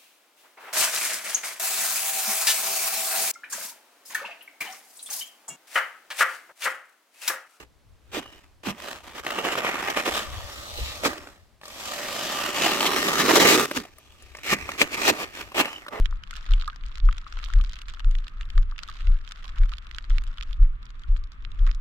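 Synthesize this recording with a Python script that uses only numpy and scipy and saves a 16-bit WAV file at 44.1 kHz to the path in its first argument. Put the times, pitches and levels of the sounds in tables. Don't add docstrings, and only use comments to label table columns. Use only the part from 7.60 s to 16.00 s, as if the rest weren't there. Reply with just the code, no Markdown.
import sys
import numpy as np
from scipy import signal
from scipy.fft import rfft, irfft
from scipy.io import wavfile
from scipy.ndimage import uniform_filter1d

SR = 44100
rng = np.random.default_rng(int(sys.argv[2]) if len(sys.argv) > 2 else 0)


def pcm_store(signal):
    levels = np.round(np.clip(np.atleast_2d(signal), -1, 1) * 32767)
    wavfile.write(sys.argv[1], SR, levels.astype(np.int16).T)


N = 370440

SHOVEL_GAIN_DB = 5.0

# t/s, share of coarse grit (0-1)
GROUND_GRIT = [(1.5, 0.65), (2.57, 0.8), (2.64, 0.3), (4.9, 0.44), (5.0, 0.64), (6.1, 0.65)]
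# t/s, body level/dB
STROKE_CURVES = [
    [(1.63, -47.5), (1.68, -37), (2.2, -34.5), (2.34, -40), (2.58, -33.5), (2.68, -45), (3.15, -46.5),
     (3.2, -44), (3.42, -46), (3.5, -39.5), (3.7, -53), (3.95, -81)],
    [(4.0, -85), (4.04, -53), (4.27, -39.5), (4.85, -33), (4.92, -37), (5.03, -25), (5.15, -30.5),
     (5.66, -26.5), (6.0, -25.5), (6.057, -32), (6.064, -45), (6.2, -45), (6.3, -103)],
    [(6.3, -68), (6.72, -60), (6.85, -57.5), (7.0, -47.5), (7.3, -48), (7.55, -43.5), (7.68, -50.5),
     (8.4, -65)],
]
# middle t/s, peak body level/dB, half length/s
SCUFF_ARCHES = [(0, -45, 0.06), (0.675, -55.5, 0.27), (1.282, -41, .16), (1.49, -48, 0.097),
                (1.577, -37.5, 0.054), (7.121, -44.5, 0.054), (7.425, -32.5, 0.097), (7.788, -40.5, 0.083),
                (8.085, -46, 0.21)]
SCUFF_ENDS_DB = -23.5
# t/s, thud of the loaded blade re body/dB, hiss of the edge re body/dB
SLIDE_LOAD = [(0, 0.5, -6), (1.3, -5, -3.5), (2.0, -5, -9.5), (3.3, -6.5, 3.5), (3.6, -3.5, -7),
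              (4.1, -6, 1.5), (5.1, -3.5, -3), (5.9, 1.5, -2.5), (6.3, -2.5, 1), (7.0, -2.5, -2.5),
              (8.4, -4, -5)]

# f/Hz, relative level/dB
BLADE_SPECTRUM = [(59, -18.5), (100, -12.5), (239, 4), (406, 13.5), (1030, -0.5), (2470, -0.5),
                  (4570, -12.5), (8110, -20.5), (9410, -28), (12700, -24.5), (16000, -33.5)]
# f/Hz, width/Hz, lift/dB
MODES = [(592, 36, 1), (1200, 90, 6), (1840, 110, 3.5)]
SING_DB, GRIT_MUTES_DB = -5, -14
# t/s, f/Hz, lift/dB
MOVING_RING = [(.6, 2920, 4.5), (1.8, 3080, 6), (2.8, 3130, 4), (3.33, 4100, 5.5), (4.2, 3980, -2),
               (4.96, 2770, 6.5), (5.9, 3220, -1.5), (6.92, 2270, 11.5), (7.5, 2580, 6), (8.2, 2760, 8.5),
               (8.3, 1000, 8)]

# t/s, lag of the left port/samples
PORT_LAG = [(.2, -5), (1.2, 0), (1.7, 3), (3.2, 6), (4.2, 4), (5.2, -3), (8.2, -7)]
# f/Hz, left minus right level/dB
PORT_TILT = [(60, -4), (150, 0), (380, -5), (2380, -0.5), (5980, 2), (15000, 3)]
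# f/Hz, share of common signal (clipped to 0-1)
PORT_LIKENESS = [(150, 1), (600, 0.71), (2500, 0.57), (6000, 0.1)]

# t/s, level before wander and port offsets/dB
WIND_LEVEL = [(1.5, -59.5), (2.58, -52), (2.7, -38.5), (3.05, -51.5), (3.25, -39.5), (3.6, -57.5),
              (5.9, -65.5), (7.1, -50.5), (7.7, -56.5)]
# f/Hz, relative level/dB
WIND_SPECTRUM = [(20, -2), (65, 8.5), (110, -0.5), (220, -40.5), (700, -100)]
# f/Hz, relative level/dB
HUSH_SPECTRUM = [(65, -47), (110, -11.5), (4880, -30.5), (16000, -42)]
HUSH_GAIN_DB = -57.5

# t/s, peak body level/dB, swell/s, hold/s, brightness/dB
CRUST_BREAKS = [(0.517, -34.5, 0.029, 0.049, 0), (1.032, -34, 0.035, 0.043, 0),
                (1.769, -35.5, .006, 0.031, -25), (1.834, -29.5, 0.012, 0.047, -5),
                (1.91, -31.5, 0.012, 0.019, -2), (1.956, -26.5, 0.031, 0.0031, -2.5),
                (2.05, -30.5, 0.0017, 0.046, -6), (2.273, -26, 0.01, 0.0013, -10),
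                (2.296, -28.5, 0.0053, 0.005, 0), (2.359, -28.5, 0.0046, 0.042, -3.5),
                (2.449, -27.5, 0.0064, 0.036, -4), (2.534, -34, 0.0047, 0.052, 3),
                (3.429, -22.5, 0.023, 0.022, -1), (5.25, -30.5, 0.014, 0.011, 9),
                (5.305, -49, 0.0069, 0.0025, 9), (5.574, -23.5, 0.018, 0.027, 1.5),
                (5.678, -18, 0.015, 0.026, -3), (5.726, -18, 0.033, 0.015, 2.5),
                (5.791, -17.5, 0.0098, 0.033, 0.5), (5.833, -15.5, 0.023, 0.0053, -2.5),
                (5.866, -23.5, 0.0065, 0.084, 6.5), (6.149, -27, 0.019, 0.0076, 1.5),
                (6.833, -28, 0.096, 0.012, 4), (7.178, -25, 0.036, 0.014, 2.5),
                (7.307, -35, 0.039, 0.0034, 5.5), (7.422, -22, 0.06, 0.02, 3.5),
                (7.559, -34.5, 0.042, 0.042, 0), (7.945, -20, 0.057, 0.012, -1.5),
                (8.307, -40.5, 0.022, 0.064, -8)]
FALL_S, THUD_DB, HISS_DB = 0.014, -4.5, -3.5
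THUD_LOSS = 0.13
TRICKLE_DB, TRICKLE_DB_PER_S, TRICKLE_HISS_DB = -13, -170, -5.5

# t/s, level/dB, starting f/Hz
THUMP_BLOWS = [(0.565, -26.5, 293), (1.067, -25.5, 215), (3.456, -25, 302), (6.164, -21.5, 297),
               (6.915, -27.5, 208), (7.215, -27, 308), (7.498, -20, 359)]
THUMP_RISE_S, THUMP_CYCLES = 0.01, 5.3
# t/s, length/s, level/dB, f/Hz
SQUEAK_NOTES = [(0.597, 0.24, -64, 2930), (8.048, .16, -49, 2970)]
# t/s, level/dB, f/Hz
TICK_BLOWS = [(0.659, -36.5, 1210), (1.666, -17, 1866), (1.705, -17.5, 1590), (1.787, -15.5, 890),
              (1.85, -17, 1123), (1.954, -18, 1220), (2.031, -24, 810), (2.048, -16, 1200),
              (2.091, -19, 960), (2.143, -18.5, 820), (2.372, -15.5, 1210), (2.479, -14, 1070),
              (2.573, -21, 1280), (3.188, -28, 483), (3.435, -19.5, 620), (3.451, -17, 2070),
              (3.46, -21, 1290), (3.531, -26, 980), (3.579, -30, 2920), (3.672, -32, 1500),
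              (4.014, -37, 2500), (4.034, -33.5, 1770), (4.055, -30, 5030), (4.08, -28.5, 6750),
              (5.207, -9.5, 2880), (5.254, -13, 2580), (5.485, -10.5, 3520), (6.113, -16, 1565),
              (6.252, -31.5, 705), (6.384, -34.5, 11600), (6.623, -39, 7800), (6.75, -31, 2110),
              (6.769, -32.5, 6080), (6.787, -34, 2590), (6.928, -12, 382), (7.091, -22, 1226),
              (7.151, -36, 1305), (7.216, -4, 2134), (7.486, -10.5, 2220), (7.919, -31.5, 1080),
              (7.979, -18, 2390), (8.056, -21.5, 2170), (8.265, -32.5, 1250), (8.283, -25.5, 2640)]
TICK_CHIME_DB = -21

EDGE_HZ = 16050


def gain_of(db):
    return 10 ** (np.asarray(db) / 20)


def evened(x):
    return x / np.sqrt(np.mean(x ** 2) + 1e-20)


def read(points, hz):
    f, value = np.transpose(points)
    return np.interp(np.log(hz + 1), np.log(f + 1), value)


def follow(rows):
    s, *columns = np.transpose(rows)
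    t = np.arange(N) / SR
    return np.array([np.interp(t, s, column) for column in columns])


def add(mix, s, sound):
    part = mix[..., round(s * SR):][..., :sound.shape[-1]]
    part += sound[..., :part.shape[-1]]


def coloured(points):
    hz = np.fft.rfftfreq(N, 1 / SR)
    white = rfft(rng.standard_normal(N))
    return evened(irfft(white * gain_of(read(points, hz)), N))


def wander(hz):
    lowpass = signal.butter(2, hz, fs=SR, output="sos")
    return evened(signal.sosfilt(lowpass, rng.standard_normal(N)))


def patches(hz, t, count, size=4):
    field = rng.standard_normal((len(t), len(hz), count)).T
    field = uniform_filter1d(field, size=size, axis=1)
    return evened(uniform_filter1d(field, size=45, axis=2))


def slide_level():
    power, t = np.zeros((3, N)), np.arange(N) / SR
    for s, db in map(np.transpose, STROKE_CURVES):
        power += gain_of(2 * np.interp(t, s, db, -200, -200))
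    for s, peak_db, half in SCUFF_ARCHES:
        arch_db = peak_db + SCUFF_ENDS_DB * ((t - s) / half) ** 2
        power += gain_of(2 * arch_db)
    for s, peak_db, swell, hold, _ in CRUST_BREAKS:
        settle_db = peak_db + TRICKLE_DB + TRICKLE_DB_PER_S * t[:SR // 2]
        bands_db = settle_db + np.array([[0], [0], [TRICKLE_HISS_DB]])
        add(power, s + swell + hold, gain_of(2 * bands_db))
    return np.sqrt(power)


def grains(per_s, spread_db):
    size = gain_of(spread_db * np.minimum(rng.exponential(1, (2, N)), 3))
    sign = rng.choice([-1., 1.], (2, N))
    struck = rng.random((2, N)) < per_s / SR
    return evened(size * sign * struck)


def rubbing(grit, per_s, spread_db):
    share = np.clip(grit * np.array([1, .6, .5])[:, None, None], 0, 1)
    powder = np.sqrt(1 - share) * rng.standard_normal((2, N))
    return powder + np.sqrt(share) * grains(per_s, spread_db)


def sliding():
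    thud_db, hiss_db = follow(SLIDE_LOAD)
    grit = follow(GROUND_GRIT)[0]
    chatter_db = grit * 3.9 * wander(100)
    colour_db = np.array([0 * grit, thud_db, hiss_db])
    level = slide_level() * gain_of(chatter_db + colour_db)
    return rubbing(grit, 800, 3.65) * level[:, None]


def blade_response():
    hz = np.abs(np.fft.fftfreq(8192, 1 / SR))
    db = read(BLADE_SPECTRUM, hz)
    for f, width, lift_db in MODES:
        db = db + lift_db / (1 + (2 * (hz - f) / width) ** 2)
    low = 1 / (1 + (hz / 600) ** 4)
    high = 1 - 1 / (1 + (hz / 4000) ** 4)
    bands = np.sqrt([(1 - low) * (1 - high), low, high])
    logs = np.log(np.maximum(gain_of(db) * bands, 1e-5))
    taps = np.fft.ifft(np.exp(np.conj(signal.hilbert(logs)))).real[:, :2048]
    return taps / np.linalg.norm(taps, axis=1, keepdims=True)


def chime(detune):
    t = np.arange(SR // 5) / SR
    out = np.zeros(len(t))
    for (f, width, lift_db), ratio in zip(MODES, detune):
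        decay = np.exp(-np.pi * width * t)
        out += gain_of(lift_db) * decay * np.sin(2 * np.pi * f * ratio * t)
    return out


def singing():
    ring = chime(np.ones(len(MODES)))
    ring /= np.linalg.norm(ring)
    drive_gain = gain_of(SING_DB + GRIT_MUTES_DB * follow(GROUND_GRIT)[0])
    drive = slide_level()[0] * drive_gain * rng.standard_normal((2, N))
    return signal.oaconvolve(drive, ring[None], axes=1)[:, :N]


def shifting_colour(hz, t):
    s, centre_hz, lift_db = np.transpose(MOVING_RING)
    detuning = (hz[:, None] - np.interp(t, s, centre_hz)) / 420
    ring_db = np.interp(t, s, lift_db) / (1 + detuning ** 2)
    both, *apart = patches(hz, t, count=3)
    bass_fade = np.tanh(hz / 600)[:, None]
    return ring_db + bass_fade * (1.6 * both + np.array(apart))


def ports(halves, blur):
    hz, t, (a, b) = signal.stft(halves, SR, nperseg=512, noverlap=384)
    same = np.clip(read(PORT_LIKENESS, hz), 0, 1)[:, None]
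    lag_samples = np.interp(t, *np.transpose(PORT_LAG))
    lag = np.exp(-2j * np.pi * np.outer(hz, lag_samples) / SR)
    phase = blur * np.tanh(hz / 1500)[:, None] * patches(hz, t, count=1, size=16)[0]
    lag *= np.exp(1j * phase)
    tilt = gain_of(read(PORT_TILT, hz) / 2)[:, None]
    left = a * lag * tilt
    right = (same * a + np.sqrt(1 - same ** 2) * b) / tilt
    z = np.array([left, right]) * gain_of(shifting_colour(hz, t))
    return signal.istft(z, SR, nperseg=512, noverlap=384)[1][:, :N]


def wind():
    both = coloured(WIND_SPECTRUM)
    rumble = np.array([.5 * both + coloured(WIND_SPECTRUM) for _ in range(2)])
    port_db = np.array([[1], [-2.5]])
    return rumble * gain_of(follow(WIND_LEVEL)[0] + 4 * wander(8) + port_db)


def hush():
    apart = np.array([0.3 * coloured(HUSH_SPECTRUM) for _ in range(2)])
    return apart + 0.32 * coloured(HUSH_SPECTRUM)


def crunches():
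    level = np.zeros((3, N))
    for s, peak_db, swell, hold, bright_db in CRUST_BREAKS:
        corners = np.cumsum([0, swell, hold, FALL_S])
        t = np.arange(0, corners[-1], 1 / SR)
        shape_db = np.interp(t, corners, [-17.5, 0.0, -2.0, -21.5])
        colour_db = np.array([[0], [THUD_DB - THUD_LOSS * bright_db], [HISS_DB + bright_db]])
        add(level, s, gain_of(shape_db + peak_db + colour_db))
    return level[:, None] * rubbing(0.97, 600, 2.47)


def thumps():
    out, t = np.zeros(N), np.arange(SR // 5) / SR
    roughness = rng.standard_normal((len(THUMP_BLOWS), len(t)))
    for (s, level_db, hz), rough in zip(THUMP_BLOWS, roughness):
        wobble = 0.27 * evened(uniform_filter1d(rough, size=120))
        turns = np.cumsum(hz * (1 - 1.53 * t + wobble)) / SR
        envelope = (1 - np.exp(-t / THUMP_RISE_S)) * np.exp(-t * hz / THUMP_CYCLES)
        add(out, s, gain_of(level_db) * envelope * np.sin(2 * np.pi * turns))
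    return out


def squeaks():
    out = np.zeros(N)
    for s, length, level_db, hz in SQUEAK_NOTES:
        t = np.arange(0, length, 1 / SR)
        smooth = uniform_filter1d(rng.standard_normal(SR), size=150)
        flutter = evened(uniform_filter1d(smooth, size=150))[:len(t)]
        envelope = gain_of(level_db - 6 * t / length) * np.sin(np.pi * t / length) ** .5
        add(out, s, envelope * flutter * np.sin(2 * np.pi * hz * t))
    return out


def ticks():
    out, t = np.zeros(N), np.arange(600) / SR
    edges = rng.standard_normal((len(TICK_BLOWS), len(t)))
    for (s, level_db, hz), edge in zip(TICK_BLOWS, edges):
        rough = evened(uniform_filter1d(edge[::-1], size=10))
        rattle = 0.76 * rough * t / 0.0021 * np.exp(-t / .002)
        decay = 0.51 * np.exp(-t * hz / 2.0)
        ring = np.sin(2 * np.pi * hz * t) * (decay + rattle)
        snap = 0.23 * uniform_filter1d(edge, size=3) * np.exp(-t / 0.0009)
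        add(out, s, gain_of(level_db) * (ring + snap))
        add(out, s, gain_of(level_db + TICK_CHIME_DB) * chime(1 + 0.044 * edge[::-1]))
    return signal.lfilter(*signal.butter(2, 200, "high", fs=SR), out)


def scene():
    rubbed = sliding() + crunches()
    blade = signal.oaconvolve(rubbed, blade_response()[:, None], axes=2)[..., :N].sum(0)
    shovel = ports(blade + singing() + squeaks() + thumps(), blur=.8)
    shovel = shovel + ports(ticks() * np.array([[1], [.3]]), blur=0)
    return gain_of(SHOVEL_GAIN_DB) * shovel + wind() + gain_of(HUSH_GAIN_DB) * hush()


def record(dry):
    taps = signal.firwin(511, EDGE_HZ, window=("kaiser", 9), fs=SR)
    return signal.oaconvolve(np.clip(dry, -1, 1), taps[None], "same")


dry = scene()
out = record(dry)
pcm_store(out)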